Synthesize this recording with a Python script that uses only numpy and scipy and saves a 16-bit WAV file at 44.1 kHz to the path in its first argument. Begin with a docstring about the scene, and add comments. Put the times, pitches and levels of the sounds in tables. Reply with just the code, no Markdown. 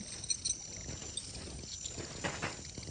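"""An ultrasonic scaler works on a plastic tooth model lying on a towel, close to the microphone.
Its water spray hisses in a few resonances and spits about twenty times a second; water bubbles on the
model, and the tip squeals where it bites on a tooth. The hands rub and bump the model, brush over the
cloth and creak on the plastic, above a low room rumble."""
import sys
import numpy as np
from scipy import signal
from scipy.fft import rfft, irfft
from scipy.io import wavfile
from scipy.ndimage import map_coordinates

SR = 44100
rng = np.random.default_rng(int(sys.argv[2]) if len(sys.argv) > 2 else 0)


def digitize_waveform(pressure):
    """Quantize a signal to 16-bit integers and store it at the path in sys.argv[1].

    Rows of a 2-D input are taken as channels; values are limited to [-1, 1].
    """
    field = np.atleast_2d(pressure).T
    bounded = np.clip(field, -1, 1)
    quanta = np.round(bounded * 32767).astype(np.int16)
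    wavfile.write(sys.argv[1], SR, quanta)


N = 127890
T = np.arange(N) / SR
FRAMES = dict(nperseg=1024, noverlap=768)


def amp(db):
    """Decibels to gain."""
    return 10 ** (np.asarray(db) / 20)


def unit(x):
    """Scales to rms 1."""
    return x / np.sqrt(np.mean(x ** 2) + 1e-20)


def fader(points):
    """Gain over time from (seconds, dB) points."""
    return amp(np.interp(T, *np.transpose(points)))


def add(mix, start, sound):
    """Mixes a sound in at start seconds."""
    part = mix[max(round(start * SR), 0):][:len(sound)]
    part += sound[:len(part)]


def noise(colour):
    """Noise of rms 1, shaped by (Hz, dB) points."""
    hz, db = np.transpose(colour)
    gain = amp(np.interp(np.log(np.fft.rfftfreq(N, 1 / SR) + 1), np.log(hz), db))
    return unit(irfft(rfft(rng.standard_normal(N)) * gain, N))


def drift(size, rate_hz):
    """Smooth random motion of rms about 1, up to about rate_hz."""
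    padded = size + 8192
    hz = np.fft.rfftfreq(padded, 1 / SR)
    spectrum = rfft(rng.standard_normal(padded)) / (1 + (hz / rate_hz) ** 4)
    return unit(irfft(spectrum, padded))[:size]


def ring(hz, width_hz):
    """Noise in a resonance that follows the curve hz."""
    phase = 2 * np.pi * np.cumsum(hz) / SR
    return sum(drift(len(hz), width_hz / 2) * wave(phase) for wave in (np.cos, np.sin)) / np.sqrt(2)


def burst(t, length, rise_s, fall_s):
    """Attack, hold and exponential release."""
    return np.minimum(t / rise_s, 1) * np.exp(-np.maximum(t - length + fall_s / 2, 0) / fall_s)


def patchy(x, depth_db, width_hz, length_s):
    """Lets the colour of a sound shift in random patches of the given size."""
    hz, t, spectrum = signal.stft(x, SR, **FRAMES)
    grid = np.meshgrid(hz / width_hz, t / length_s, indexing="ij")
    patches = map_coordinates(rng.standard_normal((400, 400)), grid, order=3, mode="wrap")
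    out = signal.istft(spectrum * amp(depth_db * np.minimum(patches, 1)), SR, **FRAMES)[1][:N]
    return unit(out) * np.std(x)


# Tone of the hiss. Each row: frequency in Hz, relative level in dB.
HISS_COLOUR = [(1000, -16), (2300, -11), (3000, -8), (3450, -9), (3900, -4), (4500, -2), (4900, -2),
               (5300, 2.5), (6250, -1), (6700, -4), (7500, -6), (8000, -9), (9000, -11), (10000, -20)]
# The spray's four resonances, low to high. Each row: centre in Hz, width in Hz.
SPRAY_RINGS = [(2950, 380), (5900, 620), (7140, 400), (8650, 950)]
# Swells of the hiss and of each resonance. Each row: time in seconds, relative level in dB.
HISS_FADER = [(0.0, -58.5), (0.11, -54), (0.44, -55.5), (0.46, -48), (0.54, -59.5), (1.16, -54.5),
              (1.18, -55), (1.19, -51), (1.57, -58), (2.47, -52.5), (2.6, -58), (2.9, -59)]
DEEP_FADER = [(0, -72), (.85, -72), (1.03, -59), (1.25, -72), (2.68, -72), (2.8, -58), (2.9, -62)]
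LOW_FADER = [(0, -48.5), (.13, -48), (.42, -52.5), (.55, -44.5), (.78, -46.5), (1.15, -51), (1.25, -72),
             (1.53, -55.5), (1.8, -43.5), (2.0, -61), (2.25, -53), (2.5, -62), (2.65, -51), (2.9, -50.5)]
MID_FADER = [(0.0, -67), (0.51, -71), (0.62, -53), (1.1, -48), (1.17, -55.5), (1.61, -59), (1.65, -52.5),
             (1.84, -47.5), (1.86, -38), (1.87, -45.5), (2.08, -52), (2.19, -47.5), (2.56, -52),
             (2.65, -50), (2.75, -54), (2.9, -55)]
TOP_FADER = [(0, -57), (.08, -49.5), (.14, -54), (.19, -57), (.4, -58.5), (.52, -51), (.6, -70),
             (1.12, -67), (1.2, -50.5), (1.42, -54), (1.58, -53), (1.7, -67), (2.05, -62.5), (2.27, -64),
             (2.6, -65.5), (2.9, -58)]


def spray(hiss_db=3, rings_db=-0.5, wander_hz=30, flutter_db=1.7):
    """Fine mist: a fluttering hiss and four resonances that swell and wander as the tip moves."""
    hiss = fader(HISS_FADER) * patchy(noise(HISS_COLOUR), depth_db=3, width_hz=260, length_s=.06)
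    rings = np.zeros(N)
    for swell, (hz, width) in zip((DEEP_FADER, LOW_FADER, MID_FADER, TOP_FADER), SPRAY_RINGS):
        rings += fader(swell) * ring(hz + wander_hz * drift(N, rate_hz=12), width)
    flutter = amp(flutter_db * drift(N, rate_hz=60))
    return (amp(hiss_db) * hiss + amp(rings_db) * rings) * flutter


# Steady notches in the treble. Each row: centre in Hz, width in Hz, gain in dB.
STEADY_NOTCHES = [(2680, 140, -4), (8000, 200, -3)]
# Drifting notches that give the hiss a hollow, swirling tone.
# Each row: time in seconds, centre in Hz, gain in dB.
HIGH_NOTCH = [(0, 6720, -18), (.5, 6650, -20), (.7, 6630, -22), (1.1, 6720, -16), (1.3, 6650, -3),
              (1.65, 6620, -13), (1.85, 6580, -10), (2.05, 6600, -2), (2.5, 6700, -1), (2.7, 6880, -3),
              (2.9, 6880, -4)]
MID_NOTCH = [(0, 4900, -6), (.31, 4830, -17), (.5, 4980, -14), (.7, 4920, -7), (.86, 4950, -11),
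             (1.17, 4980, -3), (1.6, 4900, -3), (1.75, 4930, -13), (2.0, 4900, -3), (2.9, 4930, -5)]
LOW_NOTCH = [(0, 3400, -4), (.29, 3250, -17), (.43, 3400, -5), (.58, 3400, -17), (.71, 3300, -10),
             (.85, 3450, -4), (1.1, 3640, -14), (1.16, 3500, -1), (1.35, 3450, -2), (1.56, 3300, -10),
             (1.75, 3500, -3), (2.05, 3450, -2), (2.55, 3500, -7), (2.84, 3580, -16)]
# Upper edge of the spray. Each row: time in seconds, start of the roll-off in Hz.
TREBLE_EDGE = [(0, 8840), (.5, 9230), (.73, 9400), (.8, 8140), (1.1, 8650), (1.22, 9060), (1.58, 9040),
               (1.7, 8200), (1.85, 8930), (2.1, 8800), (2.9, 9200)]


def hollowed(x, edge_db_per_hz=0.1, max_rolloff_db=14):
    """Filters the hiss, spits and squeals with steady and drifting notches and a moving treble roll-off."""
    hz, t, spectrum = signal.stft(x, SR, **FRAMES)
    hz = hz[:, None]
    notches = list(STEADY_NOTCHES)
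    for sweep, width_hz in ((HIGH_NOTCH, 190), (MID_NOTCH, 150), (LOW_NOTCH, 185)):
        times, centre, db = np.transpose(sweep)
        notches.append((np.interp(t, times, centre), width_hz, np.interp(t, times, db)))
    notch_db = sum(db * np.exp(-((hz - centre) / width) ** 2) for centre, width, db in notches)
    above_edge_hz = np.maximum(hz - np.interp(t, *np.transpose(TREBLE_EDGE)), 0)
    rolloff_db = np.minimum(edge_db_per_hz * above_edge_hz, max_rolloff_db)
    return signal.istft(spectrum * amp(notch_db - rolloff_db), SR, **FRAMES)[1][:N]


# Swell of the room rumble. Each row: time in seconds, level in dB.
RUMBLE_FADER = [(0, -48), (.07, -54.5), (.21, -48.5), (.29, -55), (.45, -51.5), (.6, -55), (.8, -50.5),
                (.95, -52), (1.12, -51), (1.2, -55.5), (1.33, -50), (1.45, -50.5), (1.56, -47),
                (1.7, -55.5), (1.85, -52.5), (2.0, -51), (2.2, -53.5), (2.45, -50), (2.53, -54.5),
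                (2.72, -54.5), (2.9, -52)]
# Its tone. Each row: frequency in Hz, relative level in dB.
RUMBLE_COLOUR = [(20, -24.5), (35, -13), (50, -2), (72, 1.5), (120, -2), (200, -9.5), (400, -23),
                 (1000, -34.5), (3000, -60.5)]


def room_rumble():
    """A low bed of room noise that rises and sinks."""
    return fader(RUMBLE_FADER) * noise(RUMBLE_COLOUR)


# How busy the hands are; drives rub, patter and bubbles. Each row: time in seconds, relative level in dB.
HANDLING = [(0, -54), (.17, -57.5), (.35, -60.5), (.62, -59.5), (.8, -53.5), (.92, -60), (1.05, -47.5),
            (1.2, -61.5), (1.42, -51.5), (1.6, -55), (1.75, -68.5), (1.9, -54), (2.03, -50.5),
            (2.35, -50.5), (2.55, -51), (2.7, -59.5), (2.9, -54.5)]
# Tone of the rub. Each row: frequency in Hz, relative level in dB.
RUB_COLOUR = [(80, -9.5), (200, 1.5), (350, 0), (600, -5), (1100, -14.5), (2000, -17), (4000, -13.5),
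              (9000, -44)]


def finger_rub(gain_db=-2, lumps_db=3):
    """Fingers rub unevenly on the model as they hold it."""
    rub = patchy(noise(RUB_COLOUR), depth_db=4.5, width_hz=130, length_s=.04)
    lumps = amp(lumps_db * drift(N, rate_hz=50))
    return amp(gain_db) * fader(HANDLING) * rub * lumps


def knock(drop_s, peak_s, top_hz=944, thud_hz=74):
    """A soft knock whose pitch drops quickly into a thud."""
    t = T[:3072]
    hz = thud_hz + (top_hz - thud_hz) * np.exp(-t / drop_s)
    envelope = t / peak_s * np.exp(1 - t / peak_s)
    return envelope * np.sin(2 * np.pi * np.cumsum(hz) / SR)


def patter(gain_db=6, taps_per_s=35):
    """Tiny random knocks, louder as the hands get busier."""
    taps = (rng.random(N) < taps_per_s / SR) * rng.uniform(-1, 1, N) * fader(HANDLING)
    return amp(gain_db) * signal.oaconvolve(taps, knock(drop_s=.003, peak_s=.002))[:N]


def blip(length, pitch, glide_per_s=2):
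    """One bubble: a short, softly starting note that rises a little."""
    t = T[:3072]
    cycles = np.cumsum(pitch * np.exp(glide_per_s * (t - length / 2))) / SR
    return np.sqrt(2) * np.sin(2 * np.pi * cycles) * burst(t, length, rise_s=.005, fall_s=.006)


# Clear wet blips. Each row: start in seconds, length in seconds, pitch in Hz, level in dB.
BLIPS = [(.003, .018, 205, -43), (.052, .018, 610, -58), (.42, .014, 230, -54), (.605, .016, 800, -59),
         (.765, .016, 650, -58), (1.403, .03, 340, -52)]


def bubbles(faint_per_s=30, faint_db=-14, faint_s=.01, low_hz=220, high_hz=1000):
    """Water bubbles on the model: a few clear blips, and many faint ones that follow the handling."""
    out, stir = np.zeros(N), fader(HANDLING)
    for start, length, pitch, db in BLIPS:
        add(out, start, amp(db) * blip(length, pitch))
    for when, height, strength in rng.random((round(faint_per_s * N / SR), 3)):
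        at = int(when * N)
        pitch = low_hz * (high_hz / low_hz) ** height
        gain = amp(faint_db) * stir[at] * 2 * strength * np.sqrt(low_hz / pitch)
        add(out, at / SR, gain * blip(faint_s, pitch))
    return out


# Spits of water. Each row: start in seconds, length in seconds, puff pitch in Hz,
# its relative level in dB, pop pitch in Hz, its relative level in dB.
SPITS = [(.006, .008, 4240, -50, 2100, -49), (.058, .008, 4100, -52, 2000, -52),
         (0.08, 0.016, 4020, -48, 2200, -53), (.118, .028, 4000, -47, 2050, -45),
         (0.181, 0.011, 3970, -49, 2500, -52), (0.382, .008, 4500, -48, 2600, -56),
         (0.413, 0.015, 4330, -49, 2600, -55), (0.531, 0.0086, 4600, -51, 2500, -50),
         (.562, .006, 4700, -48, 2400, -60), (0.619, 0.0092, 4500, -48, 2300, -55),
         (.65, .007, 4400, -48, 2500, -59), (0.674, .008, 4180, -53, 2000, -54),
         (0.723, 0.011, 4450, -48, 2350, -49), (0.763, 0.0068, 4600, -48, 2200, -46),
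         (0.806, 0.0049, 4240, -47, 2100, -48), (0.841, 0.0074, 4040, -50, 1950, -51),
         (.885, 0.0074, 4570, -49, 2700, -52), (.904, .008, 4000, -52, 2250, -50),
         (0.928, 0.0086, 4630, -47, 2400, -50), (0.971, 0.01, 3860, -48, 3000, -54),
         (1.016, .008, 5500, -49, 3000, -48), (1.09, .008, 4200, -48, 2950, -51),
         (1.138, .008, 5320, -48, 2950, -51), (1.239, .012, 5030, -44, 2500, -51),
         (1.293, 0.008, 5200, -45, 2500, -51), (1.346, 0.014, 4890, -42, 2500, -48),
         (1.416, .008, 4740, -49, 2400, -52), (1.447, .008, 4410, -46, 2600, -52),
         (1.498, 0.0095, 4900, -45, 2450, -50), (1.588, 0.0094, 4700, -48, 2500, -52),
         (1.632, 0.009, 4850, -44, 3250, -45), (1.675, 0.019, 4540, -46, 2500, -52),
         (1.714, .034, 4050, -40, 3500, -49), (1.755, .008, 3980, -65, 2900, -57),
         (1.808, .006, 4300, -54, 2800, -53), (1.842, .026, 3700, -42, 2600, -48),
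         (1.88, 0.0092, 3900, -43, 2700, -52), (1.942, 0.0056, 4800, -47, 2400, -48),
         (1.985, 0.01, 4650, -47, 2500, -52), (2.046, 0.0091, 4950, -44, 2600, -51),
         (2.127, 0.0073, 5080, -45, 2600, -52), (2.158, 0.013, 3900, -47, 2500, -53),
         (2.525, 0.0052, 4820, -40.5, 2400, -52), (2.567, .008, 4700, -49, 2400, -53),
         (2.648, .007, 4800, -42, 2150, -46), (2.661, .005, 5000, -44, 2300, -54),
         (2.693, 0.0068, 4070, -41, 2300, -54), (2.746, .01, 4500, -47, 2200, -53),
         (2.776, 0.0087, 4460, -47, 2100, -54), (2.827, .01, 4600, -42, 2250, -47),
         (2.871, .006, 4630, -45, 2100, -53)]
# Tone of the crackle inside each spit. Each row: frequency in Hz, relative level in dB.
CRACKLE_COLOUR = [(1200, -40), (2200, -15), (3000, -14), (3800, -2), (4500, 2), (5400, -2), (7300, -6),
                  (8500, -18)]


def spits(gain_db=-1, sag_per_s=6, pop_s=.007, crackle_db=-6, snaps_per_s=600, snap_s=.0005):
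    """Drops burst off the tip: a puff in a sagging resonance, a lower pop and a faint crackle."""
    out, crackle_envelope, t = np.zeros(N), np.zeros(N), T[:2560]
    edges = dict(rise_s=.003, fall_s=.0025)
    for start, length, puff_hz, puff_db, pop_hz, pop_db in SPITS:
        sag = np.exp(-sag_per_s * (t - length / 2))
        envelope = amp(puff_db) * burst(t, length, **edges)
        puff = envelope * ring(puff_hz * sag, width_hz=820 + 9000 * length)  # long spits rasp wider
        pop = amp(pop_db) * ring(pop_hz * sag, width_hz=560) * burst(t, pop_s, **edges)
        add(out, start, puff + pop)
        add(crackle_envelope, start, envelope)
    triggers = 1. * (rng.random(N) < snaps_per_s / SR)
    snaps = signal.oaconvolve(triggers, np.exp(-t / snap_s))[:N]
    crackle = unit((.5 + snaps) * noise(CRACKLE_COLOUR))  # snaps over an even fizz
    return amp(gain_db) * out + amp(crackle_db) * crackle_envelope * crackle


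# Bites of the tip. Each row: start in seconds, length in seconds, pitches of modes two to four in Hz,
# relative levels of all four modes in dB, extra rasp in dB.
SQUEALS = [(.115, .038, 4070, 6110, 8400, -62, -57, -53, -45, 0),
           (.235, .01, 4040, 5920, 8530, -56, -42, -37, -38, 0),
           (.286, .045, 3880, 5830, 8560, -57.5, -46, -42.5, -40.5, 1),
           (.301, .019, 4190, 5970, 8380, -45, -29, -27, -33, -2),
           (.341, .011, 4100, 6120, 8300, -68, -52, -37.5, -42, 0),
           (.447, .025, 4410, 5720, 8720, -62, -39, -39, -39, 7),
           (.455, .007, 4130, 5970, 8420, -54, -35, -28, -39, 4),
           (.461, .012, 4133, 5970, 8420, -55, -29, -34, -37, 4),
           (.492, .01, 3900, 5750, 8520, -55, -34, -35, -31, 6),
           (.496, .023, 4150, 6030, 8320, -57, -41, -28, -35, 2),
           (1.171, .0099, 3607, 4770, 8400, -66, -29.5, -40, -29, -2),
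           (1.182, .023, 3640, 5970, 8370, -70, -59, -57, -45, -4)]
# Rasp around each mode, low to high. Each row: level against the tone in dB before the extra, width in Hz.
MODE_RASP = [(-3, 450), (-7, 720), (-13, 620), (-9, 850)]


def squeals(gain_db=-3.7, first_hz=2430, wander_hz=45, roughness=.41, chatter_db=1.3):
    """The tip chatters on a tooth: four wavering modes, each a tone with a rough skirt and wider rasp."""
    out, t = np.zeros(N), T[:4096]
    for start, length, second_hz, third_hz, fourth_hz, *mode_db, extra_db in SQUEALS:
        modes = np.zeros(len(t))
        mode_hz = (first_hz, second_hz, third_hz, fourth_hz)
        for hz, db, (rasp_db, rasp_width) in zip(mode_hz, mode_db, MODE_RASP):
            pitch = hz + wander_hz * drift(len(t), rate_hz=110)
            tone = np.sqrt(2) * np.sin(2 * np.pi * (np.cumsum(pitch) / SR + rng.random()))
            skirt = roughness * ring(pitch, width_hz=340)
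            rasp = amp(rasp_db + extra_db) * ring(pitch, rasp_width)
            modes += amp(db) * unit(tone + skirt + rasp)
        chatter = amp(chatter_db * drift(len(t), rate_hz=250))
        add(out, start, modes * chatter * burst(t, length, rise_s=.0034, fall_s=.0052))
    return amp(gain_db) * out


# Strokes over the towel. Each row: start in seconds, rise in seconds, decay in seconds, level in dB.
BRUSHES = [(.13, .01, 0.039, -50.5), (0.881, 0.025, 0.042, -50), (1.0, .02, 0.066, -54),
           (1.39, 0.023, 0.022, -51), (1.97, 0.031, 0.28, -51), (2.238, .013, .044, -32),
           (2.31, 0.035, 0.055, -44.5), (2.419, .014, .052, -33.3)]
# Tone of the cloth. Each row: frequency in Hz, relative level in dB.
CLOTH_COLOUR = [(50, -22), (150, 6.5), (300, -1), (600, -.5), (1200, -3.5), (1800, -1), (2400, -4.5),
                (2900, -4), (3200, -14), (4300, -14.5), (6000, -20), (8600, -23), (9500, -36)]
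# Resonances of the model and table. Each row: centre in Hz, width in Hz, relative level in dB.
BODY_RINGS = [(169.3, 36, -0.5), (329, 30, -0.5), (562, 19, -4.5), (702, 22, -4.5), (820, 20, -0.5),
              (960, 21, -3.5), (1033, 16, -3.5), (1500, 18, -2), (1636, 20, -3.5), (1687, 16, -6.5),
              (1978, 26, -3.5), (2090, 25, -1), (2468, 16, -4)]


def cloth_brushes(grain_db=2, body_db=-11):
    """Hands brush the cloth: grainy swishes that swell fast, ring in the model and table, and fade."""
    power = np.zeros(N)
    for start, rise, decay, db in BRUSHES:
        stroke = amp(db) * np.minimum(T / rise, 1) * np.exp(-np.maximum(T - rise, 0) / decay)
        add(power, start, stroke ** 2)
    cloth = patchy(noise(CLOTH_COLOUR), depth_db=4, width_hz=170, length_s=.025)
    body = sum(amp(db) * ring(np.full(N, hz), width) for hz, width, db in BODY_RINGS)
    grain = amp(grain_db * drift(N, rate_hz=170))
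    return np.sqrt(power) * unit(cloth * grain + amp(body_db) * body)


# Knocks on the model. Each row: start in seconds, level in dB, time constant of the pitch drop in seconds.
BUMPS = [(.484, -45, .003), (.86, -42, 0.0026), (.882, -39.5, 0.0032), (.892, -40, .002),
         (0.906, -41, 0.0031), (.923, -42.5, 0.0036), (.932, -39.5, 0.00287), (1.019, -43, 0.0025),
         (1.285, -41, 0.0017), (1.296, -51, 0.0018), (1.41, -44, 0.0029), (1.497, -43, 0.0021),
         (1.587, -41.5, 0.0021), (1.634, -40, 0.0033), (1.979, -38.5, 0.0027), (1.993, -39, 0.0021),
         (2.15, -40.5, 0.0029), (2.182, -39, .003), (2.264, -40, .003), (2.441, -39, 0.0028),
         (2.59, -41, .003), (2.777, -36.5, 0.0029), (2.873, -41, 0.0026), (2.886, -37.5, 0.0027)]


def bumps():
    """The hands knock the model with soft thuds."""
    out = np.zeros(N)
    for start, db, drop_s in BUMPS:
        add(out, start, amp(db) * knock(drop_s, peak_s=.005))
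    return out


# Finger slips. Each row: start in seconds, length in seconds, pitch in Hz, level in dB.
CREAKS = [(1.396, .045, 336, -55), (2.023, 0.049, 361, -49)]


def creaks(glide_per_s=2.8):
    """A finger slips on the plastic with a faint rising note."""
    out, t = np.zeros(N), T[:6000]
    for start, length, pitch, db in CREAKS:
        note = ring(pitch * np.exp(glide_per_s * (t - length / 2)), width_hz=38)
        add(out, start, amp(db) * note * burst(t, length, rise_s=.012, fall_s=.012))
    return out


def scene():
    """All sources at one close microphone."""
    scaler = hollowed(spray() + spits() + squeals())
    hands = bumps() + patter() + cloth_brushes() + creaks() + finger_rub()
    return (scaler + hands + room_rumble() + bubbles())[None]


def record(dry, cutoff_hz=9800):
    """A steep low-pass takes the top off the mix."""
    lowpass = signal.firwin(201, cutoff_hz, window=("kaiser", 8), fs=SR)
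    return signal.oaconvolve(dry, lowpass[None], "same")


dry = scene()
out = record(dry)
digitize_waveform(out)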